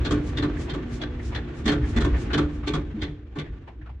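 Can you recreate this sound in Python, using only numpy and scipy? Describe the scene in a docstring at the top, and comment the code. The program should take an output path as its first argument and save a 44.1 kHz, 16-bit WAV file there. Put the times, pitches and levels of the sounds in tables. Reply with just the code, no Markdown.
"""A top-loading washer spinning off balance in a small room, close to a stereo microphone.
About three times a second the tub clacks against the steel cabinet, whose panels clatter and boom,
and then swishes past. Loose parts rattle, the suspension bumps and rumbles, and the motor hums
underneath. The knocking peaks halfway, then dies down."""
import sys
import numpy as np
from scipy.fft import rfft, irfft, next_fast_len
from scipy.io import wavfile
from scipy.ndimage import map_coordinates

SR = 44100
rng = np.random.default_rng(int(sys.argv[2]) if len(sys.argv) > 2 else 0)


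def file_out(sig):
    """Save sig as 16-bit WAV at sys.argv[1]."""
    # one column per channel
    cols = np.atleast_2d(sig).T
    # limit, then scale
    lim = np.clip(cols, -1, 1)
    pcm = np.round(lim * 32767).astype(np.int16)
    wavfile.write(sys.argv[1], SR, pcm)


N = 176400

# envelopes of a blow: (attack/s, hold/s, t60/s, room tail/dB)
CLACK_ENV, RIM_ENV = (.0015, .014, .1, -18), (.002, .016, .12, -16)
CLATTER_ENV, RATTLE_ENV = (.0025, .017, .2, -13), (.002, .014, .12, -17)
THUD_ENV = (.004, .035, .32, -11)
CLACK_DB, RIM_DB, CLATTER_DB, PANEL_DB, THUD_DB, BOOM_DB = -10.5, -8.3, -3.3, -10.5, -3, 3.2
PANEL_WIDTH_HZ = 26

# spectra of a knock's hard clack, bright edge and low thud: (f/Hz, level/dB)
CLACK_SPECTRUM = [(1200, -18), (2400, -6), (3700, 0), (4400, -3), (5200, -11), (6500, -15), (8500, -39)]
EDGE_SPECTRUM = [(3000, -12), (6300, 0), (7600, -3), (10600, -20), (11600, -48)]
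THUD_SPECTRUM = [(70, -5), (130, 0), (220, -4), (370, 0), (540, -14), (1000, -36)]
# resonances of the steel panels: (f/Hz, level/dB)
PANEL_MODES = [(880, -7), (1090, -6), (1160, -1), (1455, -4), (1550, -3), (1780, -4)]
# tub strikes, before the mix gains: (t/s, clack/dB, clatter/dB, boom/dB, edge/dB, struck spot f/Hz)
TUB_STRIKES = [(0.0474, -25, -31, -31, -49, 1600), (0.1074, -29, -30, -23, -42, 1200),
               (0.3704, -26, -33, -31, -51, 1830), (0.4224, -32, -31, -26, -54, 1150),
               (0.6934, -32, -38, -37, -58, 1850), (0.7357, -39, -36, -32, -55, 1130),
               (1.0144, -29, -34, -36, -58, 1600), (1.3468, -30, -32, -36, -57, 1750),
               (1.6551, -29, -31, -27, -44, 1900), (1.6754, -21, -25, -26, -43, 1800),
               (1.7134, -30, -28, -27, -47, 1400), (1.9614, -32, -28, -29, -47, 1850),
               (2.0034, -32, -32, -29, -47, 1300), (2.0434, -35, -32, -26, -49, 1000),
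               (2.3311, -22, -25, -24, -47, 1600), (2.3764, -29, -27, -23, -46, 1350),
               (2.6713, -27, -32, -27, -45, 2300), (2.7354, -29, -29, -27, -47, 1200),
               (3.0164, -27, -34, -33, -54, 2020), (3.3548, -49, -40, -34, -65, 900),
               (3.3842, -33, -37, -35, -58, 2100)]
def knocks():
    """The tub chatters against the cabinet: it clacks and clatters, and the panels ring and thud."""
    times, clack_db, clatter_db, boom_db, edge_db, spot_hz = np.transpose(TUB_STRIKES)
    chatter = amp(1.6 * wobble(260))
    clack = strikes(times, clack_db + CLACK_DB, CLACK_ENV) * noise(CLACK_SPECTRUM)
    ring = rim(times, clack_db + RIM_DB)
    clatter = sheet_steel(times, clatter_db + CLATTER_DB, spot_hz, CLATTER_ENV)
    panels = strikes(times, boom_db + PANEL_DB, CLATTER_ENV) * ringing(PANEL_MODES, PANEL_WIDTH_HZ)
    edge = strikes(times, edge_db, CLACK_ENV) * noise(EDGE_SPECTRUM)
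    edge *= amp([[-1.5], [1.5]])  # right of centre
    thud = strikes(times, boom_db + THUD_DB, THUD_ENV) * noise(THUD_SPECTRUM)
    return chatter * (clack + ring + clatter + panels + edge) + thud


# resonances of the tub rim: (f/Hz, level/dB)
RIM_MODES = [(2950, -9), (3225, 0), (3405, 0), (3620, -1), (4150, -5)]
def rim(times, levels, width_hz=95, detune=.012, scatter_db=3.5):
    """The rim rings with a new mix of its resonances at every contact."""
    t, envelope = blow(RIM_ENV)
    out = np.zeros((2, N))
    for s, db in zip(times, levels):
        peaks = [(hz * rng.normal(1, detune), rng.normal(level, scatter_db)) for hz, level in RIM_MODES]
        add(out, s + t[0], amp(db) * envelope * ringing(peaks, width_hz, len(t)))
    return out


# broad clatter of sheet steel: (f/Hz, level/dB)
CLATTER_SPECTRUM = [(300, -7), (660, 6), (1100, -4), (2300, -1), (3200, -9), (12000, -49)]
def sheet_steel(times, levels, pitches, shape, width_hz=440, broad_db=-9.5):
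    """Each blow lands on another spot of the steel, which clatters around its own hollow pitch."""
    t, envelope = blow(shape)
    out = np.zeros((2, N))
    broad = lambda hz: amp(broad_db + along(CLATTER_SPECTRUM, hz))
    for s, db, pitch in zip(times, levels, pitches):
        colour = lambda hz: np.hypot(resonant([(pitch, 0)], width_hz, hz), broad(hz))
        add(out, s + t[0], amp(db) * envelope * diffuse(colour, len(t)))
    return out


# low modes of the cabinet: (f/Hz, level/dB, t60/s)
CABINET_MODES = [(153, -8, .55), (281, -8, .4), (295, 0, .65), (332, -9, .35), (422, -6, .45),
                 (549, -19, .35)]
def cabinet(attack_s=.01):
    """Every knock sets the steel cabinet booming."""
    out, t = np.zeros(N), np.arange(SR) / SR
    modes = np.array([amp(db - 60 * t / t60) * np.exp(2j * np.pi * hz * t)
                      for hz, db, t60 in CABINET_MODES])
    modes *= 1 - np.exp(-t / attack_s)
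    for s, _, _, boom_db, _, _ in TUB_STRIKES:
        phases = np.exp(2j * np.pi * rng.random((len(modes), 1)))
        add(out, s, amp(boom_db + BOOM_DB) * (phases * modes).real.sum(axis=0))
    return out


# jolts of the suspension: (t/s, relative level/dB, f/Hz)
JOLTS = [(1.652, -20, 225), (1.79, -24, 120), (1.961, -20, 232), (1.975, -20, 62), (2.04, -23, 120),
         (2.125, -18, 62), (2.735, -27, 150), (2.938, -27, 215), (2.97, -28, 305), (3.025, -24, 72),
         (3.08, -30, 150), (3.38, -32, 145), (3.50, -28, 55), (3.79, -43, 305)]
def bumps(attack_s=.007, t60_s=.2):
    """The swinging tub jolts its suspension: soft, quickly damped low notes."""
    out, t = np.zeros(N), np.arange(SR // 2) / SR
    envelope = (1 - np.exp(-t / attack_s)) * amp(6 - 60 * t / t60_s)
    for s, db, hz in JOLTS:
        add(out, s, amp(db) * envelope * np.sin(2 * np.pi * hz * t))
    return out


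# light taps of loose parts: (t/s, level/dB, f/Hz)
TAPS = [(.560, -42, 1760), (.682, -40, 800), (1.004, -41, 700), (1.191, -45, 1900), (1.321, -39, 950),
        (1.83, -40, 1700), (2.14, -38, 1800), (2.302, -34, 1500), (2.63, -43, 1200), (3.455, -48, 1850),
        (3.674, -44, 900), (3.812, -53, 1700), (3.859, -50, 1300), (3.890, -51, 850)]
def rattles():
    """Loose parts tap the panels between the knocks, soft and hollow."""
    times, levels, pitches = np.transpose(TAPS)
    return sheet_steel(times, levels, pitches, RATTLE_ENV)


# hiss of the rubbing tub: (f/Hz, level/dB)
RUB_SPECTRUM = [(500, -8), (1600, 0), (6800, 0), (10500, -14), (13000, -34)]
# passes of the tub: (peak t/s, level/dB)
RUBS = [(.283, -51), (.62, -49), (.947, -50), (1.27, -50), (1.59, -56), (1.898, -50), (2.215, -49),
        (2.555, -60)]
def swishes(width_s=.024):
    """The tub rubs past once a turn: a soft hiss swells and fades."""
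    t = np.arange(N) / SR
    swell = sum(amp(db) / np.cosh((t - s) / width_s) for s, db in RUBS)
    return swell * noise(RUB_SPECTRUM) * amp(1.2 * wobble(150))


# spectra of the spin's deep rumble, low drone and midrange churn: (f/Hz, level/dB)
RUMBLE_SPECTRUM = [(20, -31), (36, -12), (50, -1), (64, 1), (90, -6), (125, -12), (200, -30)]
DRONE_SPECTRUM = [(80, -13), (130, 3), (195, -6), (320, 1), (520, -14), (900, -35)]
CHURN_SPECTRUM = [(300, -3), (680, 0), (1000, -4), (1800, -3.5), (3400, -12), (4800, -23), (7000, -27),
                  (10500, -46)]
# course of the rumble: (t/s, level/dB)
RUMBLE_LEVELS = [(0, -26.5), (1.05, -34.5), (1.35, -31), (1.58, -35), (1.75, -28), (2.08, -24), (2.3, -30),
                 (2.85, -32), (3.1, -35), (3.27, -42), (3.5, -36), (3.72, -45), (3.85, -39), (4, -42)]
# course of the churn, which the drone follows: (t/s, level/dB)
CHURN_LEVELS = [(0, -43), (.7, -45), (1.15, -49), (1.55, -48), (2.2, -42), (2.6, -50), (3.0, -51),
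                (3.25, -62), (3.55, -57), (4, -66)]
def spinning_tub(drone_above_db=9):
    """The spinning tub rumbles on its suspension, drones and churns."""
    rumble_db, = curves(RUMBLE_LEVELS)
    churn_db, = curves(CHURN_LEVELS)
    rumble = amp(rumble_db) * noise(RUMBLE_SPECTRUM)
    drone = amp(churn_db + drone_above_db) * noise(DRONE_SPECTRUM)
    churn_gain = amp(churn_db + 1.7 * wobble(60))
    churn = unit(noise(CHURN_SPECTRUM) + amp(-10) * ringing(PANEL_MODES, PANEL_WIDTH_HZ))
    return rumble + drone + churn_gain * churn


# course of the motor hum: (t/s, f/Hz, level/dB)
HUM_COURSE = [(0, 123, -39), (2.2, 117, -42), (3.3, 115, -56), (4, 112, -62)]
# its harmonics: (multiple, level/dB)
HUM_HARMONICS = [(1, -2), (2, 0), (3, -5), (4, -12)]
def motor():
    """The motor's slightly unsteady hum sags as the spin slows."""
    hz, level_db = curves(HUM_COURSE)
    phase = 2 * np.pi * np.cumsum(hz * (1 + .011 * wobble(12))) / SR
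    return sum(amp(level_db + db + 2.5 * wobble(10)) * np.sin(k * phase) for k, db in HUM_HARMONICS)


# likeness of left and right at the microphone: (f/Hz, correlation)
COHERENCE = [(70, .999), (300, .94), (520, .42), (1200, .45), (4000, .06)]
def diffuse(gain, size=N):
    """Stereo noise of rms 1, coloured by gain(hz): alike in the bass, unrelated in the treble."""
    def response(hz):
        angle = np.arccos(along(COHERENCE, hz)) / 2
        return gain(hz) * np.array([np.cos(angle), np.sin(angle)])
    mid, side = filtered(rng.standard_normal((2, size)), response)
    return unit(np.array([mid + side, mid - side]))


def blow(shape, room_t60_s=.42, scrape_s=.012, scrape_db=-17):
    """Times and envelope of one blow: scraping lead-in, attack, hold, fast decay and the room's tail."""
    attack, hold, t60, tail_db = shape
    t = np.arange(-SR // 10, SR // 2) / SR
    after = np.maximum(t - hold, 0)
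    rise = 1 - np.exp(-np.maximum(t, 0) / attack)
    direct = amp(-60 * after / t60)
    room = amp(tail_db - 60 * after / room_t60_s)
    scrape = amp(scrape_db) * np.exp(-abs(t) / scrape_s)
    return t, np.hypot(rise * np.hypot(direct, room), scrape)


def strikes(times, levels, shape):
    """Envelope of a row of blows, summed in power."""
    t, envelope = blow(shape)
    power = np.zeros(N)
    for s, db in zip(times, levels):
        add(power, s + t[0], (amp(db) * envelope) ** 2)
    return np.sqrt(power)


def noise(spectrum):
    """Broad noise that falls away at the top of its spectrum."""
    top_hz = spectrum[-1][0]
    return diffuse(lambda hz: amp(along(spectrum, hz)) / (1 + (hz / top_hz) ** 4))


def ringing(peaks, width_hz, size=N):
    """Narrow resonances, shaken at random."""
    return diffuse(lambda hz: resonant(peaks, width_hz, hz), size)


def resonant(peaks, width_hz, hz):
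    """Gain of a set of (f/Hz, level/dB) resonances."""
    return np.sqrt(sum(amp(2 * db) / (1 + (2 * (hz - f) / width_hz) ** 2) ** 2 for f, db in peaks))


def amp(db):
    """Decibels to gain."""
    return 10 ** (np.asarray(db) / 20)


def unit(x):
    """Scale to rms 1."""
    return x / np.sqrt(np.mean(x ** 2) + 1e-20)


def along(points, hz):
    """Interpolate (f/Hz, value) points on a log axis."""
    f, values = np.transpose(points)
    return np.interp(np.log(hz + 1), np.log(f + 1), values)


def curves(rows):
    """One value per sample for each column after the time."""
    times, *columns = np.transpose(rows)
    return [np.interp(np.arange(N) / SR, times, column) for column in columns]


def wobble(rate):
    """A smooth random curve, rate knots a second."""
    return map_coordinates(rng.standard_normal(4096), [np.arange(N) * rate / SR], mode="wrap")


def filtered(x, response):
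    """Filter x by the gain response(hz)."""
    size = x.shape[-1]
    padded = next_fast_len(size + 8192)
    hz = np.fft.rfftfreq(padded, 1 / SR)
    return irfft(rfft(x, padded) * response(hz), padded)[..., :size]


def add(track, s, sound):
    """Mix a sound in at time s."""
    start = round(s * SR)
    sound = sound[..., max(-start, 0):]
    part = track[..., max(start, 0):][..., :sound.shape[-1]]
    part += sound[..., :part.shape[-1]]


def scene():
    """The washer from close by, its boom and hum slightly to the right."""
    wide = knocks() + rattles() + swishes() + spinning_tub()
    boom_and_hum = (cabinet() + motor()) * amp([[-.7], [.7]])
    return wide + boom_and_hum + bumps()


def record(dry, top_hz=15200):
    """The recorder keeps nothing above its band limit."""
    return filtered(dry, lambda hz: hz < top_hz)


dry = scene()
out = record(dry)
file_out(out)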